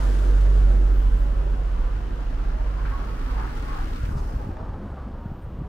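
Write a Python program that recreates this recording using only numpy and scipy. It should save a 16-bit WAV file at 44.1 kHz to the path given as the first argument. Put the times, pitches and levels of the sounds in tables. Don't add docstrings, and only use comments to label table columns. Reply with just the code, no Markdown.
import sys
import numpy as np
from scipy import signal
from scipy.fft import rfft, irfft
from scipy.io import wavfile
from scipy.ndimage import uniform_filter1d, map_coordinates

SR = 44100
rng = np.random.default_rng(int(sys.argv[2]) if len(sys.argv) > 2 else 0)


def master_out(mix):
    frames = np.transpose(np.atleast_2d(mix))
    ceiling = np.clip(frames, -1, 1)
    pcm = np.round(ceiling * 32767).astype(np.int16)
    wavfile.write(sys.argv[1], SR, pcm)


N = 250488
T = np.arange(N) / SR
FREQ = np.maximum(np.fft.rfftfreq(N, 1 / SR), 1)
SPEED_M_S, KERB_M = 7.04, 4.03


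def undb(db):
    return 10 ** (np.asarray(db) / 20)


def unit(x):
    return x / np.std(np.atleast_2d(x).mean(axis=0))


def ramp(start_s, length_s):
    return np.clip((T - start_s) / length_s, 0, 1)


def swell(peak_s, attack_s, release_s):
    return np.exp(-((T - peak_s) / np.where(T < peak_s, attack_s, release_s)) ** 2)


def noise():
    return rng.standard_normal((2, N))


def walk(rate_hz):
    hold = int(SR / rate_hz)
    steps = np.repeat(rng.standard_normal(N // hold + 1), hold)
    return unit(uniform_filter1d(uniform_filter1d(steps, hold), hold)[:N])


def tone(hz, waver):
    cycles = np.cumsum(hz * (1 + waver * walk(60))) / SR
    return np.sqrt(2) * np.sin(2 * np.pi * (cycles + rng.random()))


def colour(x, outline):
    hz, db = np.transpose(outline)
    return irfft(rfft(x) * undb(np.interp(np.log(FREQ), np.log(hz), db)), N)


def band(x, lo_hz, hi_hz):
    return irfft(rfft(x) / np.sqrt((1 + (lo_hz / FREQ) ** 10) * (1 + (FREQ / hi_hz) ** 10)), N)


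def ring(x, hz, q):
    return signal.lfilter(*signal.iirpeak(hz, max(q, .3), fs=SR), x)


def pan(x, left_db):
    return x * undb(np.array([left_db, -left_db]).reshape(2, -1) / 2)


def doublings(nearest_s, nearest_m=KERB_M):
    return np.log2(np.hypot(1, SPEED_M_S * (T - nearest_s) / nearest_m))


# (frequency [Hz], side minus mid [dB])
SIDE_SPECTRUM = [(60, -13), (130, -16), (260, -10.5), (450, -5.5), (750, 2), (1050, 6), (1190, -0.5),
                 (1290, -8), (1500, -8), (2200, -1.5), (3100, -1), (7000, -2), (14000, -0.5)]

def spread(pair):
    return pair[0] + colour(pair[1], SIDE_SPECTRUM) * np.array([[1], [-1]])


def street_echo(x, wet_db, t60_s=0.82):
    t = T[:SR]
    scatter = signal.lfilter([1], [1, -.6], rng.standard_normal((2, SR)))
    tail = scatter * undb(-60 * t / t60_s) * (t > .012)
    tail /= np.sqrt(np.sum(tail ** 2, axis=1, keepdims=True))
    return x + undb(wet_db) * signal.fftconvolve(np.atleast_2d(x), tail, axes=1)[:, :N]


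def late_drop_db():
    return -8 * ramp(4.25, 0.31)


# (time [s], boost [dB], attack [s], release [s])
THROTTLE_PUSHES = [(2.78, 7, 0.3, 0.25), (3.38, 10.5, 0.11, 0.084)]
# (frequency [x firing rate], relative level [dB])
ENGINE_ORDERS = [(2, -23), (3, -26), (5, -30), (6, -33.5), (7.5, -36), (10, -36), (11.5, -39)]

def exhaust(firings):
    load_db = sum(db * swell(s, attack_s, release_s) for s, db, attack_s, release_s in THROTTLE_PUSHES)
    boom_db = -14.5 - 8 * doublings(nearest_s=0.61, nearest_m=3.7) + load_db + late_drop_db()
    boom = np.sin(2 * np.pi * firings) * undb(boom_db)
    overtones = np.zeros(N)
    for order, db in ENGINE_ORDERS:
        cycles = order * (firings + 0.016 * walk(8.3)) + rng.random()
        overtones += np.sin(2 * np.pi * cycles) * undb(db + 2 * walk(5))
    return np.sqrt(2) * (boom + overtones * undb(0.67 * boom_db - 10))


# (time [s], level [dB])
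BOX_JOLTS = [(1.14, -24), (1.87, -31), (2.41, -24.5), (2.9, -35), (3.35, -32.5)]
# (frequency [Hz], gain [dB])
BOX_SPECTRUM = [(12, -41), (19, -60), (25, 13.5), (30, 6.5), (45, 2.5), (70, -17), (120, -65)]

def box_rumble(box_hz=33.1, build_s=0.54, jolt_s=0.12):
    rolling = undb(-35.5 + 2.5 * walk(5.4)) * ramp(0, build_s)
    jolts = sum(undb(db) * swell(s, jolt_s, jolt_s) for s, db in BOX_JOLTS)
    cycles = np.cumsum(box_hz + 0.847 * walk(8.47)) / SR
    throb = np.sqrt(2) * np.sin(2 * np.pi * cycles) * (rolling + jolts)
    loose = unit(colour(rng.standard_normal(N), BOX_SPECTRUM)) * undb(-31)
    return (throb + loose) * undb(late_drop_db())


def diesel_rattle(firings, block_hz=2840, q=3.4, decay_cycles=0.88):
    bursts = rng.standard_normal(N) * np.exp(-(firings % 1) / decay_cycles) * undb(2 * walk(40))
    block = ring(ring(bursts, block_hz, q), block_hz, q)
    level_db = -66.5 - 0.2 * doublings(0) + late_drop_db()
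    return street_echo(unit(block) * undb(level_db), wet_db=-5)


def paving_patches(x, depth_db):
    hz, _, cells = signal.stft(x, SR, nperseg=2048, noverlap=1536)
    drift = rng.standard_normal(cells.shape[-2:])
    drift = uniform_filter1d(uniform_filter1d(drift, size=4, axis=0), size=7, axis=1)
    db = depth_db * drift / drift.std() / (1 + (hz[:, None] / 2200) ** 2)
    return signal.istft(cells * undb(db), SR, nperseg=2048, noverlap=1536)[1][..., :N]


def tyres(bands, spectrum, patter_db, patch_db, pulse=1):
    drone_db, roar_db, rasp_db, hiss_db = (db - fall_db * doublings(s) for s, db, fall_db in bands)
    patter = undb(patter_db * walk(70))
    grains = undb(2.2 * walk(1500))
    tread = colour(spread(paving_patches(noise() * pulse * patter, patch_db)), spectrum)
    grit = colour(spread(noise() * grains), spectrum)
    return (unit(band(tread, 154, 675)) * undb(drone_db + 0.14 * walk(19))
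            + unit(band(tread, 762, 1844)) * undb(roar_db)
            + unit(band(grit * patter, 2010, 5300)) * undb(rasp_db)
            + unit(band(grit, 4870, 24000)) * undb(hiss_db))


# (peak time [s], level [dB], loss per distance doubling [dB])
TRUCK_BANDS = [(0.25, -39, 5), (-0.48, -42, 5.5), (-0.57, -53, 5), (-0.44, -50, 10)]
# (frequency [Hz], gain [dB])
TRUCK_SPECTRUM = [(150, -2), (200, -1.5), (250, -1.5), (330, -3), (400, -7.5), (520, -6.5), (750, -16.5),
                  (1050, -18), (1450, -16.5), (2200, -22), (3000, -25), (5000, -39), (7800, -43),
                  (8700, -46.5), (9600, -44), (10200, -49), (10900, -45.5), (11600, -51.5), (13000, -51),
                  (15000, -54)]

def truck_tyres(firings):
    pulse = 1 + 0.21 * np.exp(-(firings % 1) / 0.6)
    return tyres(TRUCK_BANDS, TRUCK_SPECTRUM, patter_db=0.4, patch_db=3.5, pulse=pulse)


# (frequency [Hz], gain [dB])
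TRAFFIC_SPECTRUM = [(35, -11.5), (62, 2), (100, -4.5), (130, -8), (200, -18), (500, -22.5), (1200, -39.5),
                    (2500, -52), (15000, -70.5)]

def far_traffic():
    return unit(spread(colour(noise(), TRAFFIC_SPECTRUM))) * undb(-37.5 + 1.1 * walk(5.63))


# (time [s], relative level [dB], pitch [Hz], half-length [s])
HUM_NOTES = [(0.08, -40.5, 246, .16), (0.37, -43.5, 291, 0.13), (0.731, -40, 350, 0.21),
             (1.199, -44.5, 294.3, 0.27), (1.445, -46.5, 560, 0.11), (1.47, -42.5, 402, 0.15),
             (2.597, -42, 635, .06), (2.6, -45, 900, 0.031), (2.805, -39.5, 147.4, 0.22),
             (3.006, -38.5, 278.5, 0.029), (3.425, -42, 1254, 0.056), (3.525, -41, 245.8, 0.11),
             (3.716, -42, 1076, 0.05), (3.814, -42, 750, .03), (4.19, -41.5, 400, .06),
             (4.412, -43, 845, 0.019), (4.6, -44, 618, 0.061), (5.223, -47.5, 929, 0.11)]

def brief_hums(gain_db=-5.5, waver=.025):
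    out = np.zeros((2, N))
    for s, db, hz, half_s in HUM_NOTES:
        pair = np.array([tone(hz, waver), tone(hz, waver)])
        out += pair * undb(db + gain_db) * swell(s, half_s, half_s)
    return spread(out)


# (time [s], relative level [dB], half-length [s], centre [Hz], filter width [Hz])
SIZZLE_BURSTS = [(0.983, -72, 0.09, 14000, 5000), (1.15, -76, 0.12, 8100, 3500),
                 (1.2, -78, .1, 13700, 2500), (4.186, -63, .022, 4970, 3500), (5.38, -85, .22, 14200, 2000),
                 (5.435, -83, 0.02, 8840, 200)]

def sizzles(gain_db=6.5):
    out = np.zeros(N)
    for s, db, half_s, hz, width_hz in SIZZLE_BURSTS:
        q = hz / width_hz
        hiss = ring(ring(rng.standard_normal(N), hz, q), hz, q)
        out += unit(hiss) * undb(db + gain_db) * swell(s, half_s, half_s)
    return out


# (peak time [s], level [dB], loss per distance doubling [dB])
CAR_FRONT_BANDS = [(3.5, -42, 5.5), (3.51, -46.5, 3.66), (3.6, -52, 4.7), (4.1, -61.5, 3.9)]
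# (frequency [Hz], gain [dB])
CAR_FRONT_SPECTRUM = [(150, 0), (200, -7.5), (260, -2.5), (350, -9), (480, -13), (680, -17), (1000, -16.5),
                      (1350, -13), (1750, -19), (2300, -28), (3500, -35), (6000, -39.5), (10000, -42),
                      (15000, -44)]
# (time [s], boost [dB])
ROAR_SURGES = [(2.61, 1.5), (2.89, 3.5), (3.42, 4.5), (3.76, 3)]

def car_coming(surge_s=0.11):
    rolling = tyres(CAR_FRONT_BANDS, CAR_FRONT_SPECTRUM, patter_db=1.1, patch_db=3)
    surge_db = sum(db * swell(s, surge_s, surge_s) for s, db in ROAR_SURGES)
    rolling += (undb(surge_db) - 1) * band(rolling, 795, 1760)
    shade_db = -6.5 * (1 - ramp(2.72, .15))
    return rolling + (undb(shade_db) - 1) * band(rolling, 9800, SR)


def ear_lag(x, abreast_s=3.84, max_lag_samples=5.5):
    lag_samples = max_lag_samples / 2 ** doublings(abreast_s)
    right = map_coordinates(x[1], [np.arange(N) - lag_samples], order=3, mode="nearest")
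    return np.array([x[0], right])


# (time [s], centre [Hz], half-width [oct], glide [oct/s],
# mid gain [dB], side gain [dB], attack [s], release [s])
PASS_SWEEPS = [(2.55, 835, 0.33, 0.099, 3, -2, 1, 0.64), (3.18, 660, .25, -.6, -5, -8, 0.083, 0.17),
               (3.6, 590, 0.28, -0.26, -4.5, -6, 0.29, .25), (3.68, 830, .08, -0.84, 4.5, 2, 0.22, 0.23),
               (3.72, 930, 0.088, -0.65, -8, -5, .2, .2), (4.0, 780, 0.62, -0.94, -8, 1, 0.06, 0.086),
               (3.95, 3800, 0.18, .9, 4, 2.5, 0.13, 0.066), (4.03, 1390, 0.13, 0, 4, -1, 0.077, 0.11),
               (4.125, 3100, 0.77, 0.96, -5.5, -7, 0.044, 0.24), (4.25, 5200, 0.33, 0, 4.5, 4, 0.065, 0.12)]

def hollow_pass(x):
    mid_side = np.array([x[0] + x[1], x[0] - x[1]]) / 2
    hz, t, (mid, side) = signal.stft(mid_side, SR, nperseg=1024, noverlap=768)
    for s, centre_hz, width_oct, glide_oct_s, mid_db, side_db, attack_s, release_s in PASS_SWEEPS:
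        offset_oct = np.log2(np.maximum(hz, 1)[:, None] / centre_hz) - glide_oct_s * (t - s)
        depth = np.exp(-(offset_oct / width_oct) ** 2) * np.interp(t, T, swell(s, attack_s, release_s))
        mid, side = mid * undb(mid_db * depth), side * undb(side_db * depth)
    return signal.istft(np.array([mid + side, mid - side]), SR, nperseg=1024, noverlap=768)[1][:, :N]


# (time [s], level [dB], ring [Hz], t60 [s], stereo width [0-1])
BRICK_STRIKES = [(2.852, -39.5, 1330, 0.11, .3), (2.86, -46, 2100, .09, 0.9), (3.354, -51, 1280, .09, .6),
                 (3.474, -41, 1250, 0.081, .4), (3.784, -42, 1280, 0.097, 0.5),
                 (4.052, -49.5, 2330, 0.11, 0.9), (4.172, -44, 650, .1, 0), (4.29, -44, 524, 0.088, .4),
                 (4.465, -41.5, 450, 0.14, 0.1), (4.568, -35, 950, 0.046, 0), (4.737, -40, 840, .08, .1)]

def brick_knocks(crack_db=-9):
    out = np.zeros((2, N))
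    t = T[:SR // 4]
    for s, db, hz, t60_s, width in BRICK_STRIKES:
        blow = rng.standard_normal((2, len(t)))
        stone = ring(blow, hz, q=2) + undb(crack_db) * blow
        mid, side = ring(ring(stone, hz, q=1), hz, q=1)
        knock = unit(mid + width * side * np.array([[1], [-1]]))
        start = int(s * SR)
        out[:, start:start + len(t)] += knock * undb(db - 60 * t / t60_s)
    return street_echo(out, wet_db=-8.5)


# (time [s], level [dB], pitch [Hz])
BRICK_NOTES = [(2.868, -48.5, 1590), (2.941, -38.5, 1104)]

def brick_clinks(attack_s=0.017, release_s=0.022, waver=0.0065):
    notes = sum(tone(hz, waver) * undb(db) * swell(s, attack_s, release_s) for s, db, hz in BRICK_NOTES)
    return street_echo(notes, wet_db=-8)


# (frequency [Hz], gain [dB])
BREEZE_SPECTRUM = [(15, -9), (30, -6), (60, 9), (120, -9), (190, -16), (320, -24), (800, -80)]
# (time [s], peak [dB], centre [Hz])
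EDDY_THUMPS = [(4.04, -19, 58), (4.088, -20, 52), (4.09, -28, 200), (4.116, -24.5, 140), (4.156, -20, 80),
               (4.171, -21.5, 100), (4.34, -26, 155), (4.366, -19, 50), (4.472, -23.5, 120),
               (4.492, -24.5, 165), (4.7, -25, 65), (5.261, -21.5, 110), (5.297, -25, 60),
               (5.319, -24.5, 110), (5.45, -28, 50), (5.473, -28, 80), (5.59, -23, 95), (5.613, -23, 100),
               (5.62, -26.5, 164)]

def breeze(gust_db=8):
    level_db = -37 + gust_db * swell(4.09, attack_s=0.087, release_s=0.23)
    flutter = unit(colour(rng.standard_normal(N), BREEZE_SPECTRUM) * undb(walk(25)))
    out = flutter * ramp(3.72, 0.33) * undb(level_db)
    for s, peak_db, hz in EDDY_THUMPS:
        phase = 2 * np.pi * hz * (T - s)
        out -= phase * np.exp((1 - phase ** 2) / 2) * undb(peak_db)
    return out


# (peak time [s], level [dB], loss per distance doubling [dB])
CAR_REAR_BANDS = [(4.6, -42.5, 3.9), (4.57, -50.5, 4.9), (3.6, -56, 8.7), (3.8, -67, 13.4)]
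# (frequency [Hz], gain [dB])
CAR_REAR_SPECTRUM = [(150, -0.5), (260, -3.5), (400, -11), (620, -14), (850, -10), (1150, -10.5),
                     (1600, -17), (2200, -28), (3000, -35), (4500, -37.5), (7000, -46), (11000, -53),
                     (15000, -59)]

def car_going():
    rolling = tyres(CAR_REAR_BANDS, CAR_REAR_SPECTRUM, patter_db=1.5, patch_db=3.5)
    return rolling * undb(-2.5 * ramp(5.3, 0.65))


def scene():
    firing_hz = (46.92 + 2.8 * ramp(2.1, 1.3)) * (1 + 0.0069 * walk(12))
    firings = np.cumsum(firing_hz) / SR
    truck = truck_tyres(firings)
    passed = ramp(3.994, 0.57)
    car = ear_lag(car_coming() * np.sqrt(1 - passed)) + car_going() * np.sqrt(passed)
    bricks = brick_knocks() + brick_clinks()
    hums = brief_hums()
    bass = pan(exhaust(firings) + box_rumble(), left_db=-2.5 * (1 - ramp(3.5, .15)))
    road = hollow_pass(truck + car + diesel_rattle(firings) + far_traffic())
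    return bass + road + bricks + hums + breeze() + sizzles()


def record(dry, top_hz=15700, fade_s=.002):
    width = 1 - ramp(4.345, 0.47)
    mid = dry.mean(axis=0)
    image = mid + width * (dry - mid)
    image -= 0.24 * np.clip(1 - 2 * width, 0, 1) * band(image, 2.7, 68)
    bass = signal.sosfiltfilt(signal.butter(2, 200, fs=SR, output="sos"), image)
    image = bass + pan(image - bass, left_db=0.86 * width)
    soft_ends = np.clip(np.minimum(T, T[-1] - T) / fade_s, 0, 1)
    return signal.sosfilt(signal.ellip(12, .1, 80, top_hz, fs=SR, output="sos"), image * soft_ends)


dry = scene()
out = record(dry)
master_out(out)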